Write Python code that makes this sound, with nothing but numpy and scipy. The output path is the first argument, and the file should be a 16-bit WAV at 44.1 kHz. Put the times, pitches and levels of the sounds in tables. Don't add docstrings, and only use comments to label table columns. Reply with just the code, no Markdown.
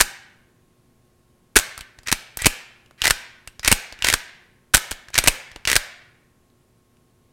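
import sys
import numpy as np
from scipy import signal
from scipy.fft import rfft, irfft
from scipy.io import wavfile
from scipy.ndimage import uniform_filter1d

SR = 44100
rng = np.random.default_rng(int(sys.argv[2]) if len(sys.argv) > 2 else 0)


def to_wav(s):
    ch = np.atleast_2d(s).T
    pcm = np.round(np.clip(ch, -1, 1) * 32767)
    wavfile.write(sys.argv[1], SR, pcm.astype(np.int16))


N = 322812
TIME = np.arange(N) / SR

# frequency in Hz, relative level per Hz in dB.
AIR_COLOUR = [(25, -6), (60, -6.5), (125, -3.5), (200, -8), (320, -12), (500, -15.5), (1100, -23),
              (1800, -26.5), (5000, -31.5), (11000, -31.5), (16000, -40)]
AIR_DB = -61
# frequency in Hz, rms level in dB.
HUM_TONES = [(120, -71), (240, -71.5), (360, -72), (442, -80.5), (1080, -77.5)]

# frequency in Hz, width in Hz, relative level in dB.
STEEL_MODES = [(1080, 110, -8), (1357, 25, -8), (1532, 79, 2.5), (1634, 150, -0.5), (1790, 240, 3),
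               (1890, 90, 0), (2220, 82, 2), (2380, 150, 4), (2660, 220, 1), (3620, 86, 0)]
# frequency in Hz, width in Hz, relative level in dB.
PIN_MODES = [(6250, 67, -2), (6990, 280, -1.5), (7730, 250, -1.5), (8320, 560, 6.5), (9030, 320, 6),
             (9870, 120, -3), (10580, 250, -6), (12000, 100, -6)]


# start in seconds, strength in dB, rebound relative to it in dB.
HAMMER_FALLS = [(.0042, -2.5, -18.5), (1.56, 0.5, 1.5), (4.7404, 0.5, 0.5)]
# delay in seconds, the seven contact values.
HAMMER_CONTACTS = [(-.004, -20, -12, 0, 1600, -2.5, 0.00063, -13.5),
                   (-.0005, -9.5, -9, -3, 1560, 5, .0007, -12.5),
                   (.0042, -5, -4.5, 1.5, 8210, 2, 0.0012, -10.5),
                   (.0075, -5, -14.5, -0.5, 1560, -0.5, 0.00093, -19),
                   (0.0136, -11.5, -19.5, -2.5, 2568, -3, 0.0018, -23.5)]
# delay in seconds, the seven contact values.
REBOUND_CONTACTS = [(0.0276, -18.5, -6.5, 4.5, 7600, -1, .0009, -8),
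                    (.035, -19, -13.5, -3.5, 1550, 0, .0014, -19)]

# start in seconds, snap in dB, scrape in dB.
UNLATCHINGS = [(2.072, -24, -3.5), (3.647, -15, -3), (5.142, -21, -1)]
SNAP_CONTACT = (0.5, -21.5, -12, 6100, 5.5, .0008, -12)
# delay in seconds, the seven contact values.
SCRAPE_CONTACTS = [(0.0106, -14, -14.5, -21, 1871, -0.5, .0016, -23.5),
                   (.019, -20.5, -23, -13, 2116, 3.5, .0012, -28.5)]

# start in seconds, gap in seconds, first level in dB, second level in dB.
TAKE_UPS = [(2.115, .01, -13, -7), (3.676, 0.0042, -6, -9), (5.1778, .0078, -7.5, -4)]
TAKE_UP_CONTACTS = [(0, -15, -1.5, 2260, -2.5, .0012, -10.5), (0, -8.5, -3.5, 2148, -0.5, .0012, -13.5)]
# start in seconds, gap in seconds, first level in dB, second level in dB.
BACK_STOPS = [(2.4568, .008, -8, -6), (3.714, 0.01, -6.5, -6.5), (5.273, .0074, -6, -6.5)]
BACK_STOP_CONTACTS = [(0, -5.5, 0.5, 2240, 3.5, 0.0017, -6.5), (0, -6, 2.5, 2600, 4, .0015, -6)]
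# start in seconds, gap in seconds, first level in dB, second level in dB.
CLOSINGS = [(3.0179, 0.024, -12, -20.5), (4.0227, 0.022, -16, -11), (5.652, .0213, -18.5, -12)]
CLOSING_CONTACTS = [(-4, -19.5, -10.5, 2850, 4, 0.00047, -10), (1.5, -12, -8.5, 2740, 2, .001, -14.5)]
# start in seconds, gap in seconds, first level in dB, second level in dB.
LOCKINGS = [(3.099, 0.0071, -15.5, -5), (4.126, 0.011, -14.5, -6.5), (5.7547, .008, -10.5, -4.5)]
LOCKING_CONTACTS = [(0, -11.5, -2, 1776, 0.5, .001, -9.5), (0, -9.5, -3, 1531, -1.5, .0014, -12)]

# start in seconds, level in dB.
RAIL_KNOCKS = [(3.0546, -12), (3.069, -11.5), (3.0772, -10), (4.0695, -14.5), (4.085, -10), (4.0997, -13.5),
               (5.699, -15), (5.715, -11.5), (5.7292, -12.5)]
RAIL_CONTACT = (0, -10, -2.5, 2001.5, 1.5, .00075, -16.5)
# start in seconds, ring level in dB,
# stock knock relative to ring in dB, sharp edge relative to ring in dB, pitch in Hz.
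CLICKS = [(1.777, -32, -10, 2, 1340), (1.79, -40, 2, -3.5, 4180), (1.808, -30.5, -28, -3, 2930),
          (1.987, -38, -6, -17.5, 1660), (2.032, -48.5, -1, -2, 4870), (2.371, -27.5, -3, 5.5, 12170),
          (2.419, -21, -13.5, -1, 7950), (2.445, -16.5, -27, -15.5, 2330), (2.86, -51, -11, -20, 2800),
          (2.909, -50.5, 6, -8, 1440), (3.474, -31, -10, -1, 2800), (3.594, -31.5, -9.5, -19.5, 4970),
          (3.924, -32.5, -1.5, -28, 4520), (3.989, -39.5, -5.5, -27, 2840), (4.91, -28, -13, 6, 3040),
          (4.9145, -22, -2.5, 0, 1660), (4.925, -30.5, -21.5, -5.5, 4160), (5.084, -36.5, -15.5, -22, 1640),
          (5.102, -47, 4, -1, 2130), (5.239, -23.5, 2.5, 4, 8910), (5.261, -21, -4, -10, 2280),
          (5.515, -38, -15.5, -24, 1790), (5.56, -31.5, 1, -25, 2845), (6.5, -66, -8, -6, 3980),
          (6.968, -62, -8, -10, 2800)]
CLICK_TONE_DB, CLICK_CHATTER_S, CLICK_THUMP_DB = 2.5, 0.00087, -4

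# frequency in Hz, relative level in dB, time to fall 60 dB in seconds.
ROOM_BANDS = [(100, -9.5, .3), (298, -19.5, .35), (704, -12, 0.81), (1130, -14.5, 0.78), (1710, -9.5, 0.83),
              (2440, -11, 0.78), (4000, -13, 0.62), (6500, -16.5, 0.5), (9737, -18, .34),
              (16000, -15, 0.31)]
# delay in seconds, level in dB.
NEAR_ECHOES = [(.0031, -27.5), (.0068, -22)]
# start in seconds, frequency in Hz, level in dB.
STOCK_BOOMS = [(.01, 533, -20), (1.565, 398.5, -5), (2.125, 213, -15), (2.467, 250, -3.5),
               (3.724, 200, -7.5), (4.746, 128.5, -6.5), (5.281, 1000, -9)]
# start in seconds, end in seconds, relative level at start in dB, at end in dB.
BOLT_SLIDES = [(2.06, 2.105, -39, -27), (2.389, 2.455, -30, -28.5), (2.977, 3.04, -55.5, -36.5),
               (3.038, 3.084, -19, -25.5), (3.63, 3.712, -32.5, -24), (4.003, 4.04, -43, -42.5),
               (4.042, 4.125, -20, -25), (5.132, 5.176, -36.5, -25.5), (5.237, 5.27, -27.5, -24.5),
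               (5.676, 5.756, -18, -29)]
# frequency in Hz, width in Hz, relative level in dB.
BOLT_MODES = [(1660, 130, 4), (1955, 160, 10.5), (2220, 140, 1), (2370, 120, 5), (2680, 65, -1.5),
              (3050, 200, -6), (3840, 292, -3.5)]

CUTOFF_HZ = 16100


def from_db(db):
    return 10 ** (np.asarray(db) / 20)


def rms_one(x):
    return x / np.sqrt(np.mean(x ** 2) + 1e-20)


def even(x):
    return x / np.sqrt(np.sum(x ** 2, axis=1, keepdims=True) / (.004 * SR))


def butter(x, hz, kind, order=2):
    safe_hz = np.clip(hz, 5, .48 * SR)
    return signal.sosfilt(signal.butter(order, safe_hz, kind, fs=SR, output="sos"), x)


def resonate(x, modes):
    out = 0
    for hz, width, db in modes:
        r = np.exp(-np.pi * width / SR)
        poles = [1, -2 * r * np.cos(2 * np.pi * hz / SR), r * r]
        ring = signal.lfilter([1, 0, -1], poles, x)
        out = out + from_db(db) * (1 - r * r) / 2 * ring
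    return out


def background():
    air_hz, air_db = np.transpose(AIR_COLOUR)
    colour_db = np.interp(np.log(np.fft.rfftfreq(N, 1 / SR) + 1), np.log(air_hz), air_db)
    air = rms_one(irfft(rfft(rng.standard_normal(N)) * from_db(colour_db), N))
    hum = np.zeros(N)
    for hz, db in HUM_TONES:
        hum += from_db(db) * np.sqrt(2) * np.sin(2 * np.pi * (hz * TIME + rng.random()))
    return from_db(AIR_DB) * air + hum


def strikes():
    rows = []

    def strike(s, db, contact):
        rows.append((s, db + contact[0], *contact[1:]))

    def sequence(s, db, pattern):
        for delay, *contact in pattern:
            strike(s + delay, db, contact)

    for s, db, rebound_db in HAMMER_FALLS:
        sequence(s, db, HAMMER_CONTACTS)
        sequence(s, db + rebound_db, REBOUND_CONTACTS)
    for s, snap_db, scrape_db in UNLATCHINGS:
        strike(s, snap_db, SNAP_CONTACT)
        sequence(s, scrape_db, SCRAPE_CONTACTS)
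    double_clacks = (
        (TAKE_UPS, TAKE_UP_CONTACTS),
        (BACK_STOPS, BACK_STOP_CONTACTS),
        (CLOSINGS, CLOSING_CONTACTS),
        (LOCKINGS, LOCKING_CONTACTS),
    )
    for events, (first, second) in double_clacks:
        for s, gap, first_db, second_db in events:
            strike(s, first_db, first)
            strike(s + gap, second_db, second)
    for s, db in RAIL_KNOCKS:
        strike(s, db, RAIL_CONTACT)
    for click in CLICKS:
        rows.append((*click, CLICK_TONE_DB, CLICK_CHATTER_S, CLICK_THUMP_DB))
    return np.array(rows)


def chatter(decay, size, evenness, rise_s=0.00037, settle_db=-27, settle_s=0.0099, blur_hz=260):
    t = TIME[:size]
    onset = 1 - np.exp(-(t / rise_s) ** 2)
    main = 0.26 * t / decay * np.exp(-(t / (2.1 * decay)) ** 2)
    settling = from_db(settle_db) * np.exp(-t / settle_s)
    force = onset * (main + settling)
    impacts = rng.standard_normal((len(decay), size)) * force
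    spectrum = rfft(impacts, 2 * size)
    blur_bins = max(round(blur_hz * 2 * size / SR), 1)
    colour = uniform_filter1d(abs(spectrum) ** 2, blur_bins)
    evened = spectrum / (colour + 1e-12) ** (np.clip(evenness, 0, 1) / 2)
    return irfft(evened)[:, :size] * onset


def steel(x, crack_db, low_hz, high_hz):
    return resonate(x, STEEL_MODES) + from_db(crack_db) * butter(x, [low_hz, high_hz], "band")


def pins(x, crack_db, low_hz, high_hz):
    return resonate(x, PIN_MODES) + from_db(crack_db) * butter(x, [low_hz, high_hz], "band")


def stock(x):
    return even(butter(x, [170, 1150], "band"))


def contacts(part_db, evenness, size=1536, push=0.67):
    start, ring_db, knock_db, edge_db, part_hz, tone_db, decay, _ = strikes().T[:, :, None]

    def burst():
        return chatter(decay, size, evenness)

    part_rings = []
    for x, hz in zip(burst(), part_hz[:, 0]):
        part_rings.append(resonate(x, [(hz, 70 + 0.041 * hz, -3), (hz, 0.22 * hz, 0)]))
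    part = even(np.array(part_rings))
    small = np.clip((part_hz - 5000) / 2000, 0, 1)
    clean_db = 4 * np.log2(np.clip(0.00074 / decay, .7, 2.5))
    part_level_db = ring_db + small * edge_db + part_db + tone_db + clean_db

    shove = np.exp(-((TIME[:size] - decay) / 0.00014) ** 2)
    knock = even(stock(burst()) + push * stock(shove))
    ring = even(steel(burst(), crack_db=9.5, low_hz=1370, high_hz=6600))
    edge = even(pins(burst(), crack_db=2, low_hz=5500, high_hz=12900))

    blows = knock * from_db(ring_db + knock_db)
    blows += ring * from_db(ring_db)
    blows += edge * from_db(ring_db + edge_db)
    blows += part * from_db(part_level_db)
    out = np.zeros(N + size)
    for s, blow in zip(start[:, 0], blows):
        at = max(round(s * SR), 0)
        out[at:at + size] += blow
    return out[:N]


def thumps(push_s=0.0015, low_hz=19):
    jolts, t = np.zeros(N), TIME[:SR // 20]
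    for s, ring_db, *_, thump_db in strikes():
        jolts[max(round(s * SR), 0)] += from_db(ring_db + thump_db)
    push = (t / push_s) ** 2 * np.exp(-t / push_s)
    pushes = signal.fftconvolve(jolts, push / push.max())[:N]
    return butter(pushes, low_hz, "high", order=3)


def room(x, build_s=0.001, size=44100):
    t, hz = TIME[:size], np.fft.rfftfreq(size, 1 / SR)
    white, response = rfft(rng.standard_normal(size)), np.zeros(size)
    centres = np.log(np.array(ROOM_BANDS)[:, 0])
    for share, (_, db, t60) in zip(np.eye(len(ROOM_BANDS)), ROOM_BANDS):
        band = irfft(white * np.interp(np.log(hz + 1), centres, share), size)
        decay = (1 - np.exp(-(t / build_s) ** 2)) * from_db(-60 * t / t60)
        response += from_db(db) * band * decay / np.sqrt(np.sum(decay ** 2))
    return signal.fftconvolve(x, response)[:N]


def echoes(x):
    return sum(from_db(db) * np.pad(x, (round(delay * SR), 0))[:N] for delay, db in NEAR_ECHOES)


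def booms(width_hz=110, spread=0.075, size=4096):
    out, t = np.zeros(N), TIME[:size]
    for s, hz, db in STOCK_BOOMS:
        at = max(round(s * SR), 0)
        fade = np.exp(-np.pi * (width_hz + spread * hz) * t)
        out[at:at + size] += from_db(db) * np.sin(2 * np.pi * hz * t) * fade
    return out


def slides(catches_per_s=4000, spread_db=2.5, fade_s=.003, grit_db=-8, grit_full_db=-24,
           judder_db=2.5, judder_s=0.0022):
    caught = rng.random(N) < catches_per_s / SR
    direction = rng.choice([-1, 1], N)
    strength_db = spread_db * np.minimum(rng.exponential(1, N), 4)
    catches = caught * direction * from_db(strength_db)
    judder = rms_one(uniform_filter1d(rng.standard_normal(N), max(round(judder_s * SR), 1)))
    catches = catches * from_db(judder_db * np.clip(judder, -2, 2))
    sing = rms_one(resonate(catches, BOLT_MODES))
    grit = rms_one(butter(catches, [450, 9500], "band"))
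    force = np.zeros(N)
    for start, end, first_db, last_db in BOLT_SLIDES:
        gate = np.clip(np.minimum(TIME - start, end - TIME) / fade_s + .5, 0, 1)
        force += gate * np.interp(TIME, [start, end], from_db([first_db, last_db]))
    grit_share = np.clip(force / from_db(grit_full_db), 0, 1.5)
    return force * (sing + grit * from_db(grit_db) * grit_share)


def scene():
    rub = from_db(-4) * slides()
    near = from_db(-4.5) * contacts(part_db=-1.0, evenness=0.98) + rub + booms()
    around = np.zeros(N)
    for side in range(2):
        sent_out = from_db(-9) * contacts(part_db=-6, evenness=0.79) + from_db(-11) * rub
        around += room(sent_out)
    return (near + echoes(near) + from_db(0.52) * around + thumps() + background())[None]


def record(dry, top=1.0):
    clipped = np.clip(dry, -top, top)
    return signal.sosfilt(signal.ellip(10, .1, 70, CUTOFF_HZ, fs=SR, output="sos"), clipped)


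dry = scene()
out = record(dry)
to_wav(out)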